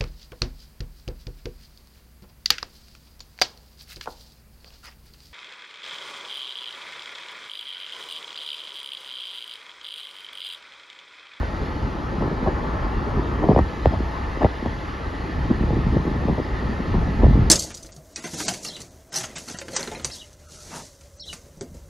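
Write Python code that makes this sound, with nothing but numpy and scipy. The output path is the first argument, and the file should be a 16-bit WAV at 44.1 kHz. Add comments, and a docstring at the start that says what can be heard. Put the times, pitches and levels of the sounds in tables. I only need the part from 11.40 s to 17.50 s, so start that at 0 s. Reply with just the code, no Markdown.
"""Wind on a phone at a car window

The phone is held at the open window of a moving car. Eddies slap the microphone port (falling-pitch pulses),
gusts flutter and rasp, the cabin booms and the air churns (shaped noise under level curves).
Tyre roar, window whoosh and hiss rush steadily behind (patchy noise bands)."""
import sys
import numpy as np
from scipy import signal
from scipy.fft import rfft, irfft, next_fast_len
from scipy.io import wavfile
from scipy.ndimage import uniform_filter1d, map_coordinates

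SR = 44100
rng = np.random.default_rng(int(sys.argv[2]) if len(sys.argv) > 2 else 0)


def unload_wav(signal):
    """Save mono or channel-first audio to the path in sys.argv[1] as 16-bit WAV at rate SR, clipped to [-1, 1]."""
    wavfile.write(
        sys.argv[1],
        SR,
        np.round(np.clip(np.atleast_2d(signal).T, -1, 1) * 32767).astype(np.int16),
    )


N = 269010

# Spectra: f/Hz, relative density/dB per Hz; each noise is then scaled to rms 1.

# Eddies slapping the port: t/s, peak before the port muffles it/dB, starting pitch f/Hz
SLAP_EVENTS = [(.030, -20, 830), (0.782, -19.5, 230), (0.823, -16.5, 960), (.840, -17, 418),
               (.876, -19.5, 800), (.879, -18.5, 306), (0.926, -17.5, 298), (1.026, -18, 360),
               (1.065, -22, 850), (1.068, -18, 290), (1.074, -13.5, 1070), (1.083, -17, 623),
               (1.770, -18, 259), (1.794, -16.5, 371), (2.021, -15.5, 430), (2.038, -13.5, 1020),
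               (2.042, -15, 645), (2.053, -18.5, 402), (2.0873, -7, 960), (2.092, -4, 342),
               (2.096, -12, 173), (2.0989, -13, 880), (2.1125, -12, 700), (2.1182, -12.5, 1140),
               (2.130, -14, 423), (2.148, -16.5, 880), (2.162, -4.5, 927), (2.167, -9.5, 250),
               (2.177, -10, 1190), (2.1892, -9, 1400), (2.181, -18, 254), (2.191, -11, 470),
               (2.205, -15, 260), (2.457, -2, 933), (2.468, -17, 860), (2.47, -11, 142), (2.508, -19, 335),
               (2.604, -17, 393), (2.972, -20, 475), (3.008, -19, 400), (3.0168, -12, 1170),
               (3.0215, -13, 1070), (3.03, -11, 1220), (3.035, -12.5, 420), (3.0454, -3, 916),
               (3.0476, -9.5, 147), (3.052, -15.5, 1110), (3.062, -19.5, 1110), (3.226, -19, 410),
               (3.259, -19.5, 318), (3.26, -17, 1110), (4.101, -16, 430), (4.109, -11, 363),
               (4.208, -16, 271), (4.236, -13.5, 350), (4.305, -14.5, 700), (4.307, -13.5, 247),
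               (4.331, -16.5, 470), (4.367, -14, 376), (4.387, -18.5, 259), (4.466, -12, 226),
               (4.526, -16.5, 295), (4.563, -9, 226), (4.568, -13, 550), (4.598, -18, 250),
               (4.652, -16, 414), (4.676, -15.5, 434), (4.713, -19, 320), (4.760, -20, 323),
               (4.852, -13.5, 288), (4.884, -14, 716), (4.894, -19, 1000), (4.897, -13, 324),
               (4.926, -17, 280), (4.949, -21, 314), (4.981, -17, 606), (4.999, -14, 570),
               (5.253, -16, 240), (5.294, -18.5, 298), (5.402, -19.5, 378), (5.542, -18, 510),
               (5.581, -16.5, 260), (5.687, -17, 211), (5.708, -20.5, 340), (5.807, -11.5, 239),
               (5.833, -9, 483), (5.842, -10, 910), (5.852, -13, 131), (5.865, -15, 774), (5.883, -13, 250),
               (5.908, -13.5, 282), (5.927, -24, 970), (5.939, -14.5, 98), (5.954, -13, 427),
               (5.974, -13, 310), (5.989, -11, 250), (6.018, -11, 120), (6.039, -23, 238)]
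# Air tearing at the port edge behind a fast slap: f/Hz, relative density/dB per Hz
TEAR_SPECTRUM = [(700, -26.5), (1300, 9), (1900, 2.5), (2300, -6), (3200, -23.5), (5000, -31.5),
                 (9000, -59.5)]
TEAR_RE_SLAP_DB, TEAR_DECAY_S = -20.5, 0.0052  # level for a slap pitched at port_hz

# Fluttering gusts: start t/s, crest level/dB, rasp level re flutter/dB, rise time/s
GUST_EVENTS = [(0.216, -26, -21, .012), (.772, -26.5, -10, 0.057), (1.057, -25, 1, 0.018),
               (1.761, -23.5, -12, 0.021), (2.017, -19.5, -8.5, 0.025), (2.095, -17, -6.5, 0.016),
               (2.169, -19, -5.5, 0.016), (2.516, -28, 0.5, 0.02), (3.007, -25, -4.5, 0.013),
               (3.047, -23, -0.5, 0.009), (3.246, -26.5, -9, 0.017), (4.1, -20.5, -17, 0.014),
               (4.29, -26, -17, 0.064), (4.525, -22, -16, 0.017), (4.664, -22.5, -9.5, 0.013),
               (4.882, -19.5, -14, 0.018), (4.973, -24, -7.5, 0.014), (5.536, -22, -8.5, 0.013),
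               (5.812, -21, -7.5, 0.024), (5.945, -23, -15, 0.021)]
# Gust flutter: f/Hz, relative density/dB per Hz
FLUTTER_SPECTRUM = [(35, -14.5), (80, -4.5), (130, 4), (250, 1), (420, -1.5), (650, -22), (1100, -23),
                    (2000, -70.5)]
# Gust rasp: f/Hz, relative density/dB per Hz
RASP_SPECTRUM = [(200, -21), (500, 8.5), (750, 11), (1080, 5.5), (1300, -20.5), (1600, -9), (1850, -18),
                 (2400, -26), (5000, -42.5), (9000, -70.5)]

# How hard the airstream shakes the cabin air: t/s, boom level before RUMBLE_RE_BOOM_DB/dB
BOOM_CURVE = [(0.0, -22.5), (0.07, -32.5), (0.66, -33.5), (0.78, -28.5), (1.0, -29), (1.64, -29.5),
              (1.9, -27.5), (2.1, -25.5), (2.21, -17.5), (2.33, -38.5), (2.45, -26.5), (2.66, -24.5),
              (2.75, -34.5), (2.85, -29.5), (3.13, -32.5), (3.92, -34), (3.98, -24.5), (4.14, -27.5),
              (4.24, -23.5), (4.58, -22), (4.64, -30.5), (4.71, -26.5), (4.84, -28), (5.03, -30),
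              (5.45, -28.5), (5.57, -19.5), (5.72, -25), (5.8, -18.5), (5.88, -14.5), (6.02, -18),
              (6.1, -21)]
# Lumps of air swelling the boom: crest t/s, level before RUMBLE_RE_BOOM_DB/dB
BOOM_LUMPS = [(.22, -26), (.45, -22), (1.07, -28), (1.15, -28.5), (1.45, -22.5), (1.58, -22), (1.78, -21),
              (2.473, -18.5), (3.05, -19), (3.28, -27), (3.34, -32), (3.67, -28), (3.82, -30.5),
              (4.916, -22), (5.14, -25), (5.27, -24), (5.861, -12)]
LUMP_HALF_WIDTH_S = 0.027  # crest to 1/e
# Cabin rumble: f/Hz, relative density/dB per Hz
RUMBLE_SPECTRUM = [(15, -34), (25, -14.5), (38, -3), (56, 1), (75, -3), (100, -8.5), (140, -16),
                   (220, -19.5), (500, -51.5), (1000, -100)]
RUMBLE_RE_BOOM_DB = 1
# Throb of a hard-shaken cabin: f/Hz, relative density/dB per Hz
THROB_SPECTRUM = [(50, -24), (95, -0.5), (130, 7.5), (190, -5), (300, -17.5), (600, -68)]
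THROB_MAX_DB, THROB_DB_PER_BOOM_DB = -22.5, 1.56

# Turbulence at the port between gusts: t/s, level before CHURN_RE_WIND_DB/dB
WIND_CURVE = [(0.0, -40), (0.24, -35), (1.02, -31), (1.39, -34), (2.11, -29), (2.26, -35.5), (2.6, -37.5),
              (2.67, -40), (3.62, -37.5), (4.03, -33.5), (4.18, -30.5), (4.37, -33), (4.88, -32.5),
              (4.98, -36.5), (5.28, -32), (5.49, -31.5), (6.1, -30)]
# Churning air: f/Hz, relative density/dB per Hz
CHURN_SPECTRUM = [(50, -29.5), (110, 1.5), (160, -2), (260, -0.5), (400, -6), (600, -16), (1000, -19),
                  (1500, -41.5), (3000, -82)]
CHURN_RE_WIND_DB = 1.5

# Tyres and airstream, before trims: t/s, roar level/dB, window whoosh level/dB
DRIVE_CURVES = [(0.0, -37.5, -41.5), (0.59, -38.5, -49), (1.49, -35, -47.5), (2.53, -39.5, -43.5),
                (2.89, -37.5, -43), (3.28, -40.5, -41.5), (3.69, -39.5, -43.5), (5.84, -38, -41.5),
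                (6.1, -39.5, -44.5)]
# Tyre roar: f/Hz, relative density/dB per Hz
ROAR_SPECTRUM = [(100, -2), (300, 2.5), (600, 0), (780, -1.5), (860, 6), (950, -2), (1070, 1), (1210, -1.5),
                 (1310, 1.5), (1410, -4.5), (1480, 0.5), (1650, -4.5), (2000, -11.5), (3200, -36),
                 (6000, -75.5)]
# Hollow note of the window opening: f/Hz, relative density/dB per Hz
WHOOSH_SPECTRUM = [(1000, -52.5), (1550, -9.5), (1690, -3), (1785, 4), (1900, 0), (2050, -1), (2220, -11),
                   (3200, -24.5), (6000, -76)]
# Air hissing past the window frame: f/Hz, relative density/dB per Hz
HISS_SPECTRUM = [(1200, -29), (2300, 1), (2800, 1.5), (3500, -1.5), (4600, -3.5), (5600, -11), (6500, -13),
                 (7300, -18), (9300, -22), (11700, -23), (12500, -46)]
HISS_MEAN_DB, HISS_DB_PER_WHOOSH_DB = -48, 0.19
ROAR_TRIM_DB, WHOOSH_TRIM_DB = 4.5, -2.0

# Left-right likeness of the wind, ahead of the pair's phase: f/Hz, correlation/1
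WIND_CORRELATION = [(25, .997), (70, .991), (170, .92), (450, .96), (1500, .95)]
# Left-right likeness of the road, ahead of the pair's phase: f/Hz, correlation/1
ROAD_CORRELATION = [(100, 1), (400, 0.66), (700, 0.61), (1100, 0.35), (1500, 0.83), (1800, 0.8), (2300, 1),
                    (5500, 1), (7000, 0.59), (7800, 1)]
# Microphone pair phase: f/Hz, right lead/rad
PAIR_PHASE_RAD = [(100, 0), (300, -.2), (950, 0), (1200, .6), (1450, 2.3), (1630, 2.7), (1710, 0),
                  (6900, .1), (7700, 3.1), (9400, 3.1), (10000, 0)]
# Microphone pair balance: f/Hz, left minus right/dB
PAIR_BALANCE_DB = [(150, 0), (500, 1), (850, 3), (1120, 6), (1450, -1.5), (1900, -2.5), (3000, 0)]
TOP_HZ = 12000


def amp(db):
    """Decibels to gain."""
    return 10 ** (np.asarray(db) / 20)


def unit(x):
    """Scale to rms 1."""
    return x / np.sqrt(np.mean(x ** 2) + 1e-20)


def along(points, hz):
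    """Interpolate (f/Hz, value) points on a log frequency axis."""
    f, v = np.transpose(points)
    return np.interp(np.log(hz + 1), np.log(f + 1), v)


def curves(rows):
    """One value per sample for each column after the time."""
    s, *cols = np.transpose(rows)
    return [np.interp(np.arange(N) / SR, s, c) for c in cols]


def wobble(rate_hz):
    """Smooth random curve with rate_hz knots a second."""
    knots = rng.standard_normal(int(N * rate_hz / SR) + 4)
    return map_coordinates(knots, [np.arange(N) * rate_hz / SR])


def filtered(x, response):
    """Apply a response of frequency by zero-padded FFT."""
    m = next_fast_len(N + SR // 2)
    return irfft(rfft(x, m) * response(np.fft.rfftfreq(m, 1 / SR)), m)[..., :N]


def rush(spectrum, correlation):
    """Stereo noise of rms 1; the mid-side split sets the left-right correlation."""
    def mid_side_gain(hz):
        angle = np.arccos(np.clip(along(correlation, hz), -1, 1)) / 2
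        return amp(along(spectrum, hz)) * [np.cos(angle), np.sin(angle)]

    mid, side = filtered(rng.standard_normal((2, N)), mid_side_gain)
    return unit(np.array([mid + side, mid - side]))


def even(x, span_s):
    """Level out chance swells slower than span_s."""
    power = uniform_filter1d(np.mean(x ** 2, axis=0), int(span_s * SR) + 1)
    return x / np.sqrt(np.abs(power) + 1e-9)


def patchy(x, depth_db):
    """Eddies lift and shade narrow bands of a noise for a moment."""
    z = signal.stft(x, nperseg=1024)[2]
    field = rng.standard_normal(z.shape[1:])
    field = uniform_filter1d(field, size=4, axis=0)  # bins
    field = uniform_filter1d(field, size=7, axis=1)  # frames
    return unit(signal.istft(z * amp(depth_db * unit(field)), nperseg=1024)[1][:, :N])


def slaps(port_hz=1200, leak_db=-18, passage_s=0.012, crack_db=8, crack_grows=4, crack_hz=3000):
    """An eddy hits with a sharp edge; its pressure swings slow down and die as it passes the port."""
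    t = np.arange(SR // 20) / SR
    push, crack, tear = np.zeros((3, N + 2 * len(t)))
    for s, db, hz in SLAP_EVENTS:
        age = t * hz  # in periods of the first swing
        turns = 3.264 * (1 - np.exp(-age / 3.48)) + 0.053 * age
        envelope = (1 - np.exp(-age / .5)) * np.exp(-age / 2.65 - (t / passage_s) ** 2)
        swing = np.sin(2 * np.pi * turns) * envelope
        start = round(s * SR)
        push[start:][:len(t)] += amp(db) * swing / np.abs(swing).max()
        # fast eddies tear; the hardest also crack, one starting period in
        speed = (hz / port_hz) ** 3
        tear[start:][:len(t)] += speed * amp(db + TEAR_RE_SLAP_DB) * np.exp(-t / TEAR_DECAY_S)
        crack_start = round((s + 1 / hz) * SR)
        crack[crack_start:][:len(t)] += speed * amp(crack_grows * db + crack_db) * np.exp(-t / .0001)
    muffled = signal.sosfilt(signal.butter(4, port_hz, fs=SR, output="sos"), push)
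    snap = signal.sosfilt(signal.butter(4, crack_hz, fs=SR, output="sos"), crack)
    torn = tear[:N] * rush(TEAR_SPECTRUM, WIND_CORRELATION)
    return (muffled + amp(leak_db) * push + snap)[:N] + torn


def gusts():
    """Each gust swells quickly and ebbs; its ragged rasp rides above the flutter."""
    t = np.arange(N) / SR
    flutter, rasp = np.zeros(N), np.zeros(N)
    for s, db, rasp_db, rise_s in GUST_EVENTS:
        u = np.maximum(t - s, 0) / rise_s
        swell = amp(db) * u * np.exp((1 - u ** 2) / 2)  # crest at u = 1
        flutter += swell
        rasp += swell * amp(rasp_db)
    low = flutter * even(rush(FLUTTER_SPECTRUM, WIND_CORRELATION), span_s=0.057)
    ragged = amp(4.5 * wobble(220))  # air tears in bursts of a few ms
    high = rasp * even(ragged * rush(RASP_SPECTRUM, WIND_CORRELATION), span_s=0.026)
    return low + high


def rumble(boom_db):
    """The cabin air booms in uneven swells, heaped up by lumps of air."""
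    t = np.arange(N) / SR
    swells = sum(amp(db) * np.exp(-((t - s) / LUMP_HALF_WIDTH_S) ** 2) for s, db in BOOM_LUMPS)
    boom = np.hypot(amp(boom_db + 1.45 * wobble(12)), swells)
    return amp(RUMBLE_RE_BOOM_DB) * boom * even(rush(RUMBLE_SPECTRUM, WIND_CORRELATION), span_s=0.05)


def throb(boom_db):
    """A hard-shaken cabin throbs above its boom, growing faster than the boom does."""
    level_db = THROB_MAX_DB + THROB_DB_PER_BOOM_DB * (boom_db - boom_db.max())
    return amp(level_db) * even(rush(THROB_SPECTRUM, WIND_CORRELATION), span_s=0.042)


def churn():
    """Turbulent air churns at the port in quick lumps."""
    strength_db, = curves(WIND_CURVE)
    lumps = amp(3.5 * wobble(50))
    noise = even(lumps * rush(CHURN_SPECTRUM, WIND_CORRELATION), span_s=0.067)
    return amp(strength_db + CHURN_RE_WIND_DB) * noise


def roar(roar_db):
    """Tyre roar: broad noise with a slight level wobble."""
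    level_db = roar_db + ROAR_TRIM_DB + 0.51 * wobble(9.3)
    return amp(level_db) * patchy(rush(ROAR_SPECTRUM, ROAD_CORRELATION), depth_db=1.5)


def whoosh(whoosh_db):
    """The window opening colours the airstream with a hollow note."""
    level_db = whoosh_db + WHOOSH_TRIM_DB + 0.85 * wobble(12)
    return amp(level_db) * patchy(rush(WHOOSH_SPECTRUM, ROAD_CORRELATION), depth_db=2.0)


def hiss(whoosh_db):
    """Air hisses past the window frame, weakly following the whoosh."""
    follow_db = HISS_DB_PER_WHOOSH_DB * (whoosh_db - whoosh_db.mean())
    level_db = HISS_MEAN_DB + follow_db + 0.13 * wobble(8.2)
    return amp(level_db) * patchy(rush(HISS_SPECTRUM, ROAD_CORRELATION), depth_db=1.84)


def scene():
    """Wind and road, picked up by two microphones with their own phase and balance."""
    boom_db, = curves(BOOM_CURVE)
    roar_db, whoosh_db = curves(DRIVE_CURVES)
    wind = slaps() + gusts() + rumble(boom_db) + throb(boom_db) + churn()
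    road = roar(roar_db) + whoosh(whoosh_db) + hiss(whoosh_db)
    half = np.array([[.5], [-.5]])  # left, right

    def pair(hz):
        gain = amp(half * along(PAIR_BALANCE_DB, hz))
        return gain * np.exp(-1j * half * along(PAIR_PHASE_RAD, hz))

    return filtered(wind + road, pair)


def record(dry):
    """Peaks round off just under full scale; nothing is kept from TOP_HZ up."""
    rounded = dry / (1 + np.abs(dry / .97) ** 8) ** (1 / 8)
    return filtered(rounded, lambda hz: hz < TOP_HZ)


dry = scene()
out = record(dry)
unload_wav(out)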